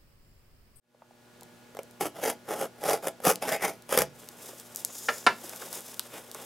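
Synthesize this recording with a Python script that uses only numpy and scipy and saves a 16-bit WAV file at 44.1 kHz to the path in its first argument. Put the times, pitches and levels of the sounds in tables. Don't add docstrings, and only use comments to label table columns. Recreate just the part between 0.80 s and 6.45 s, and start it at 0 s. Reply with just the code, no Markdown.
import sys
import numpy as np
from scipy import signal
from scipy.io import wavfile

SR = 44100
rng = np.random.default_rng(int(sys.argv[2]) if len(sys.argv) > 2 else 0)


def wav_record(signal):
    frames = np.transpose(np.atleast_2d(signal))
    bounded = np.clip(frames, -1, 1)
    quanta = np.round(bounded * 32767).astype(np.int16)
    wavfile.write(sys.argv[1], SR, quanta)


N = 249165
TIME = np.arange(N) / SR


def amp(db):
    return 10 ** (np.asarray(db) / 20)


def unit(x):
    return x / np.sqrt(np.sum(x ** 2) + 1e-20)


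def look_up(points, hz):
    pitches, values = np.transpose(points)
    return np.interp(np.log(hz + 1), np.log(pitches + 1), values)


def add(mix, start_s, sound):
    part = mix[max(round(start_s * SR), 0):][:len(sound)]
    part += sound[:len(part)]


def through(x, response):
    return signal.oaconvolve(x, response)[:len(x)]


def tone_click(tone, size=4096):
    hz = abs(np.fft.fftfreq(size, 1 / SR))
    log_gain = np.log(amp(np.maximum(look_up(tone, hz), -100)))
    spectrum = np.exp(np.conj(signal.hilbert(log_gain)))
    return unit(np.fft.ifft(spectrum).real[:size // 2])


def band(x, low_hz, high_hz, order=3):
    edges = [low_hz, min(high_hz, SR / 2 - 1)]
    return signal.sosfilt(signal.butter(order, edges, "band", fs=SR, output="sos"), x)


def ring(notes, stretch=1, vary_db=0, size=16384):
    t = TIME[:size]
    spot_db = vary_db * rng.uniform(-1, 1, len(notes))
    return sum((-1) ** k * amp(db + spot_db[k] - 60 * t / (ring_s * stretch))
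               * np.sin(2 * np.pi * hz * t) for k, (hz, db, ring_s) in enumerate(notes))


def echoes(fades, size=16384):
    hz, t, spectrum = signal.stft(rng.choice([-1., 1.], size), SR, nperseg=128)
    decay = amp(-60 * t / look_up(fades, hz)[:, None])
    return unit(signal.istft(spectrum * decay, SR)[1][:size])


def friction(per_s, spread_db, clump_db, clump_hz, smooth):
    slips = (rng.random(N) < per_s / SR) * rng.choice([-1, 1], N)
    sizes = amp(spread_db * np.minimum(rng.exponential(1, N), 3.5))
    clumps = np.interp(TIME * clump_hz, np.arange(N), np.clip(rng.standard_normal(N), -2, 2))
    hiss = smooth * unit(rng.standard_normal(N))
    return np.sqrt(N) * unit((unit(slips * sizes) + hiss) * amp(clump_db * clumps))


def swell(middle_s, length_s, edge_db):
    return amp(np.maximum(edge_db * (2 * (TIME - middle_s) / length_s) ** 2, -200))


# pitch_hz, level_db
AIR_TONE = [(20, -20), (60, -17.5), (100, -11.5), (180, -6), (330, -10.5), (600, -9.5), (1200, -15),
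            (3000, -19.5), (8000, -25), (16000, -30)]
# multiple_of_mains_hz, level_db
HUM_NOTES = [(1, -67), (2, -62), (3, -67.5), (4, -69.5), (5, -68.5), (7, -71), (12, -70.5), (14, -73)]
def workshop(air_db=-60, mains_hz=120):
    left, right, shared = (through(rng.standard_normal(N), tone_click(AIR_TONE)) for _ in range(3))
    hum = sum(np.sqrt(2) * amp(db) * np.sin(2 * np.pi * (multiple * mains_hz * TIME + rng.random()))
              for multiple, db in HUM_NOTES)
    return amp(air_db) * (shared + 0.99 * np.array([left, right])) + hum


# pitch_hz, fade_s
ROOM_FADES = [(150, 0.63), (500, 0.14), (1500, 0.19), (5000, 0.24), (14000, 0.066)]
def in_room(x, treble_left_db, room_db, bass_left_db=-8):
    shared = echoes(ROOM_FADES)
    delay = round(.003 * SR)
    tails = [np.pad(unit(shared + 0.35 * echoes(ROOM_FADES)), (delay, 0)) for _ in range(2)]
    treble = signal.sosfilt(signal.butter(1, 7000, "high", fs=SR, output="sos"), x)
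    bass = signal.sosfilt(signal.butter(1, 170, fs=SR, output="sos"), x)
    nearby = unit(rng.standard_normal(1024) * amp(-60 * TIME[:1024] / 0.011))
    lean = (amp(treble_left_db / 2) - 1) * treble + (amp(bass_left_db / 2) - 1) * bass
    lean += amp(-12) * through(treble, nearby)
    return np.array([x + side * lean + amp(room_db) * through(x, tail)
                     for side, tail in zip((1, -1), tails)])


# pitch_hz, level_db
SWISH_TONE = [(1000, -40), (3400, -22), (4250, -17), (4800, -4), (6200, -1), (6950, 4), (8000, -6),
              (10500, -6), (16000, -15)]
def box_turning():
    slide = friction(per_s=5400, spread_db=-5, clump_db=3, clump_hz=113, smooth=2.2)
    speed = swell(middle_s=4.286, length_s=.56, edge_db=-15)
    return amp(-45) * through(slide * speed, tone_click(SWISH_TONE))


# pitch_hz, level_db
SKIN_TONE = [(1060, -24), (1800, -10), (2630, -11), (3680, 1), (4170, -6.5), (5090, 2.5), (5720, 1.5),
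             (8590, 3), (9410, 0.5), (11000, 3.5), (14400, -2), (15600, -3)]
# pitch_hz, level_db
WALL_TONE = [(88, -52), (150, -35), (185, 0.5), (206, -28), (232, -22), (264, -9), (448, -0.5), (2090, -13),
             (3500, -13.5), (4550, -27.5), (7700, -120)]
# middle_s, length_s, skin_db, wall_db
SLIDES = [(3.401, 0.041, -48.5, -58), (3.665, 0.18, -45, -52.5), (3.796, 0.066, -50, -69),
          (3.998, 0.088, -43, -66), (4.203, 0.32, -45, -60), (4.366, 0.14, -42, -51),
          (4.694, .24, -45, -50.5), (4.856, 0.3, -45, -48.5), (4.956, 0.11, -40, -47),
          (5.087, 0.16, -46, -54.5), (5.254, 0.063, -51, -54), (5.364, 0.12, -46, -47),
          (5.596, 0.19, -48, -49)]
def finger_slides():
    grip = np.clip((TIME - 3.28) / .15, 0, 1)
    skin_gain, wall_gain = amp(-55.5) * grip, amp(-57) * grip
    for middle_s, length_s, skin_db, wall_db in SLIDES:
        speed = swell(middle_s, length_s, edge_db=-13)
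        skin_gain = np.hypot(skin_gain, amp(skin_db - 1) * speed)
        wall_gain = np.hypot(wall_gain, amp(wall_db) * speed)
    skin = friction(per_s=6000, spread_db=2, clump_db=3, clump_hz=156.8, smooth=1.9)
    drag = friction(per_s=900, spread_db=4, clump_db=-2.5, clump_hz=69.5, smooth=1)
    hiss = through(skin * skin_gain, tone_click(SKIN_TONE))
    murmur = through(drag * wall_gain, tone_click(WALL_TONE))
    return hiss + murmur


# start_s, level_db, pitch_hz
FINGER_BUMPS = [(.146, -26.5, 610), (.22, -22, 860), (.308, -31.5, 765), (.621, -32.5, 710),
                (3.69, -25, 480), (3.733, -29.5, 540), (4.640, -23, 445), (4.821, -23, 1130),
                (4.929, -28.5, 930), (5.195, -24.5, 1280), (5.335, -27, 407), (5.548, -26, 1130)]
def finger_bumps(decay_s=0.0032, size=4096):
    out = np.zeros(N)
    for start_s, db, hz in FINGER_BUMPS:
        wobble = rng.standard_normal(size) * np.exp(-TIME[:size] / decay_s)
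        add(out, start_s, amp(db + 7) * unit(band(wobble, hz * 0.69, hz * 1.28, order=2)))
    return out


# start_s, peak_db, low_edge_hz
TAPE_TICKS = [(0.61, -32, 4000), (.633, -29, 4000), (1.033, -28.5, 7000), (1.111, -34.5, 5000),
              (2.5577, -14.5, 2800), (3.023, -33, 4000), (3.4887, -21, 3560), (3.799, -24.5, 5000),
              (3.9488, -24, 6000), (3.9602, -10.5, 6100), (3.9714, -21, 6000), (4.0493, -3, 6660),
              (4.184, -22.5, 5000), (4.383, -21, 5500), (4.695, -18, 5530), (4.762, -21, 6000),
              (4.929, -16, 5070), (5.0068, -23, 7000), (5.144, -24.5, 3000), (5.195, -7.5, 3300),
              (5.515, -22.5, 3900), (5.547, -19, 5530)]
def tape_ticks(top_hz=12900, crumple_s=0.001, size=1024):
    out = np.zeros(N)
    for start_s, db, low_hz in TAPE_TICKS:
        buckle = amp(-8) * unit(rng.standard_normal(size) * np.exp(-TIME[:size] / crumple_s))
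        buckle[0] += 1
        tone = [(low_hz * 0.14, -30), (low_hz * 0.51, -16), (low_hz, 0),
                (top_hz, 0), (top_hz * 1.66, -20)]
        tick = through(buckle, tone_click(tone))
        add(out, start_s, amp(db) * tick / abs(tick).max())
    return out


# pitch_hz, level_db, ring_s
BENCH_NOTES = [(172, -32, .22), (280, -28, .1), (458, -19, .13), (511, -15, .13), (565, -18, .17),
               (795, -14, .08), (960, -6, .085), (1035, -11, .07), (1275, -10, .05), (1350, 0, .062),
               (1453, -17, .08), (1722, -5, .06), (1803, -14, .08), (2022, -12, .09), (2309, -17, .08),
               (2417, -17, .07), (2672, -16, .08), (3747, -23, .07), (4900, -24, .06), (5399, -25, .08)]
# pitch_hz, level_db, ring_s
HANDLE_NOTES = [(9350, -16, .022), (9500, -16, .028), (9850, -17, .02), (14200, -30, .02)]
# pitch_hz, level_db
KNOCK_TONE = [(60, -38), (160, -15), (280, -11), (380, -12), (520, -4), (950, 0), (1400, 0), (2000, -4),
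              (3200, -13), (5200, -16), (8500, -28), (14000, -43)]
# pitch_hz, fade_s
CLATTER_FADES = [(150, .19), (500, .13), (1300, .078), (3000, .075), (8000, .05)]
# start_s, level_db, ring_stretch, ping_db
LANDINGS = [(4.2855, -17, .65, -20), (4.2884, -13.5, .65, -30), (4.4655, -8.5, .9, -2),
            (4.4685, -8, 1, -12)]
def knife_knocks():
    out, crack = np.zeros(N), tone_click(KNOCK_TONE)
    for start_s, db, stretch, ping_db in LANDINGS:
        fades = [(hz, fade_s * np.sqrt(stretch)) for hz, fade_s in CLATTER_FADES]
        clatter = amp(17) * unit(through(echoes(fades), crack))
        wood = amp(-7.5) * ring(BENCH_NOTES, stretch)
        ping = amp(ping_db) * ring(HANDLE_NOTES, stretch)
        add(out, start_s, amp(db) * (wood + ping + clatter))
        add(out, start_s, amp(db + 9) * crack)
    return band(out, 120, 16000, order=2)


# pitch_hz, level_db, ring_s
DRUM_NOTES = [(68.4, -2, 0.21), (143, 2, 0.49)]
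def box_rocking(start_s=3.19):
    out = np.zeros(N)
    add(out, start_s, amp(-42) * ring(DRUM_NOTES))
    return out


# pitch_hz, level_db
CUT_TONE = [(40, -36), (100, -35), (150, -10), (320, -8), (430, -1), (810, -1.5), (1000, -10),
            (2050, -11.5), (3380, -17), (4240, -25.5), (4930, -16.5), (8000, -18), (11200, -13.5),
            (16000, -25)]
# pitch_hz, level_db, ring_s
BOX_NOTES = [(213, -21, 0.08), (357, -26, 0.11), (445, -8.5, 0.068), (480, -17.5, 0.2), (584, 7.5, 0.015),
             (664.3, -9, 0.15), (787, -13.5, 0.073), (848, -8.5, 0.12), (1200, -26, 0.069),
             (1380, -6.5, 0.022), (2325, -19, 0.016)]
def box_answer(size=6144):
    flutter = amp(-5) * echoes([(100, 0.072), (10000, 0.036)], size)
    flutter[0] += 1
    wall = through(flutter, tone_click(CUT_TONE))
    notes = band(ring(BOX_NOTES, vary_db=3, size=size), 150, 5000, order=2)
    boom = unit(unit(band(wall, 22, 1170)) + amp(-3) * unit(notes))
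    rasp = unit(band(wall, 1197, 3900))
    fizz = unit(band(wall, 4530, SR / 2))
    return boom, rasp, fizz


# loudest_s, pitch_hz, glide_hz_per_s, level_db
SQUEAKS = [(2.734, 1980, 8000, -32), (2.84, 2080, 980, -30)]
def blade_chatter(width_hz=520, reach_s=.12, rise_db_per_s=380, fall_db_per_s=332):
    out = np.zeros(N)
    slips = friction(per_s=900, spread_db=3, clump_db=-1.5, clump_hz=199.3, smooth=0.55)
    narrow = signal.butter(2, width_hz / 2, fs=SR, output="sos")
    for loudest_s, hz, glide, db in SQUEAKS:
        during = abs(TIME - loudest_s) < reach_s
        t = TIME[during] - loudest_s
        note = np.exp(2j * np.pi * np.cumsum(hz + glide * t) / SR)
        squeak = (note * signal.sosfilt(narrow, slips[during] / note)).real
        gain = amp(db + np.minimum(rise_db_per_s * t, -fall_db_per_s * t))
        out[during] += np.sqrt(len(t)) * unit(squeak) * gain
    return out


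# start_s, level_db, fizz_db
SNAGS = [(.949, -26.5, -11), (.969, -21.5, -8.5), (.990, -14, -14.5), (1.209, -10, -5.5), (1.212, -11, -9),
         (1.255, -13, -12), (1.430, -15, -14), (1.499, -14.5, 1.5), (1.689, -18.5, -9), (1.716, -16, -8),
         (1.813, -14.5, -4.5), (2.038, -14, -4), (2.089, -7.5, -15.5), (2.097, -11, -1), (2.132, -13.5, 2),
         (2.271, -8, -6.5), (2.283, -16.5, 0.5), (2.402, -25, -11), (2.451, -10.5, 2), (2.473, -3, -15),
         (2.624, -16.5, -5), (2.690, -14, -3.5), (2.723, -10.5, -4), (2.824, -14, -7), (2.836, -16, -3.5),
         (3.092, -20.5, -3.5), (3.125, -5, -7), (3.149, -9, -9), (3.175, -2, -0.5), (3.188, -8, 5.5),
         (3.219, -6.5, 0)]
def blade_snags(burst_s=0.0017, size=1024):
    out, spots = np.zeros(N), [box_answer() for _ in range(6)]
    for k, (start_s, db, fizz_db) in enumerate(SNAGS):
        burst = rng.standard_normal(size) * np.exp(-TIME[:size] / burst_s)
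        boom, rasp, fizz = (unit(through(part, burst)) for part in spots[k % len(spots)])
        jolt = boom + amp(fizz_db / 2 - 5) * rasp + amp(fizz_db - 1) * fizz
        add(out, start_s, amp(db + 7) * jolt)
    return out


# bite_s, hold_s, rise_s, fall_s, level_db, swell_db, rasp_db, fizz_db
PUSHES = [(1.207, 0.067, 0.012, 0.047, -34, -4, -5.5, -3.5), (1.348, 0.049, 0.024, .05, -42.5, 5, -8, -8.5),
          (1.438, 0.057, 0.042, 0.056, -28.5, 1.5, -4.5, -2.5),
          (1.712, 0.031, 0.075, 0.093, -31.5, -1, -8, -7.5),
          (1.795, 0.045, 0.072, 0.047, -31, 3.5, -8.5, -6.5),
          (2.062, 0.089, 0.097, 0.05, -27, 1.5, -8.5, -6), (2.237, 0.04, .045, 0.052, -35, 7, -8, -5.5),
          (2.451, 0.052, 0.032, .055, -22, 3.5, -6.5, -1.5),
          (2.623, .052, 0.021, 0.068, -34.5, -3, -5.5, -6), (2.685, 0.061, 0.033, 0.067, -31, 4, -3.5, -3),
          (2.824, 0.033, .03, .12, -27.5, 0, -9.5, -4.5), (3.122, 0.088, 0.055, 0.059, -30, 3.5, -2.5, -1)]
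def blade_strokes(drop_db=32):
    out = np.zeros(N)
    fibres = friction(per_s=3000, spread_db=2.5, clump_db=3.5, clump_hz=261.6, smooth=0.58)
    for bite_s, hold_s, rise_s, fall_s, db, swell_db, rasp_db, fizz_db in PUSHES:
        during = (TIME >= bite_s - 2 * rise_s) & (TIME < bite_s + hold_s + 2 * fall_s)
        t = TIME[during] - bite_s
        slack = np.maximum(-t / rise_s, 0) + np.maximum((t - hold_s) / fall_s, 0)
        progress = np.clip(t / hold_s, 0, 1)
        force = amp(db + swell_db * (progress - .5) - drop_db * slack)
        boom, rasp, fizz = box_answer()
        box = amp(-1.5) * boom + amp(rasp_db - 2) * rasp + amp(fizz_db - 3) * fizz
        add(out, TIME[during][0], signal.fftconvolve(fibres[during] * force, box))
    return out


def scene():
    cutting = blade_strokes() + blade_chatter() + blade_snags() + box_rocking()
    mix = in_room(cutting, treble_left_db=3, room_db=-16)
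    handling = finger_slides() + box_turning() + finger_bumps()
    mix += in_room(handling, treble_left_db=1.5, room_db=-13)
    mix += in_room(tape_ticks(), treble_left_db=1.5, room_db=-15)
    mix += in_room(knife_knocks(), treble_left_db=-6, room_db=-11.5)
    return mix + workshop()


# time_s, level_db
OPENING_FADE = [(0, -45), (.04, -26), (.1, -17), (.2, -10), (.35, -5), (.6, 0)]
def record(dry):
    faded = dry * amp(np.interp(TIME, *np.transpose(OPENING_FADE)))
    rounded = faded / (1 + (faded / .85) ** 4) ** .25
    treble_cut = signal.firwin(255, cutoff=15900, window=("kaiser", 9), fs=SR)
    return signal.oaconvolve(rounded, treble_cut[None], "same")


dry = scene()
out = record(dry)
wav_record(out)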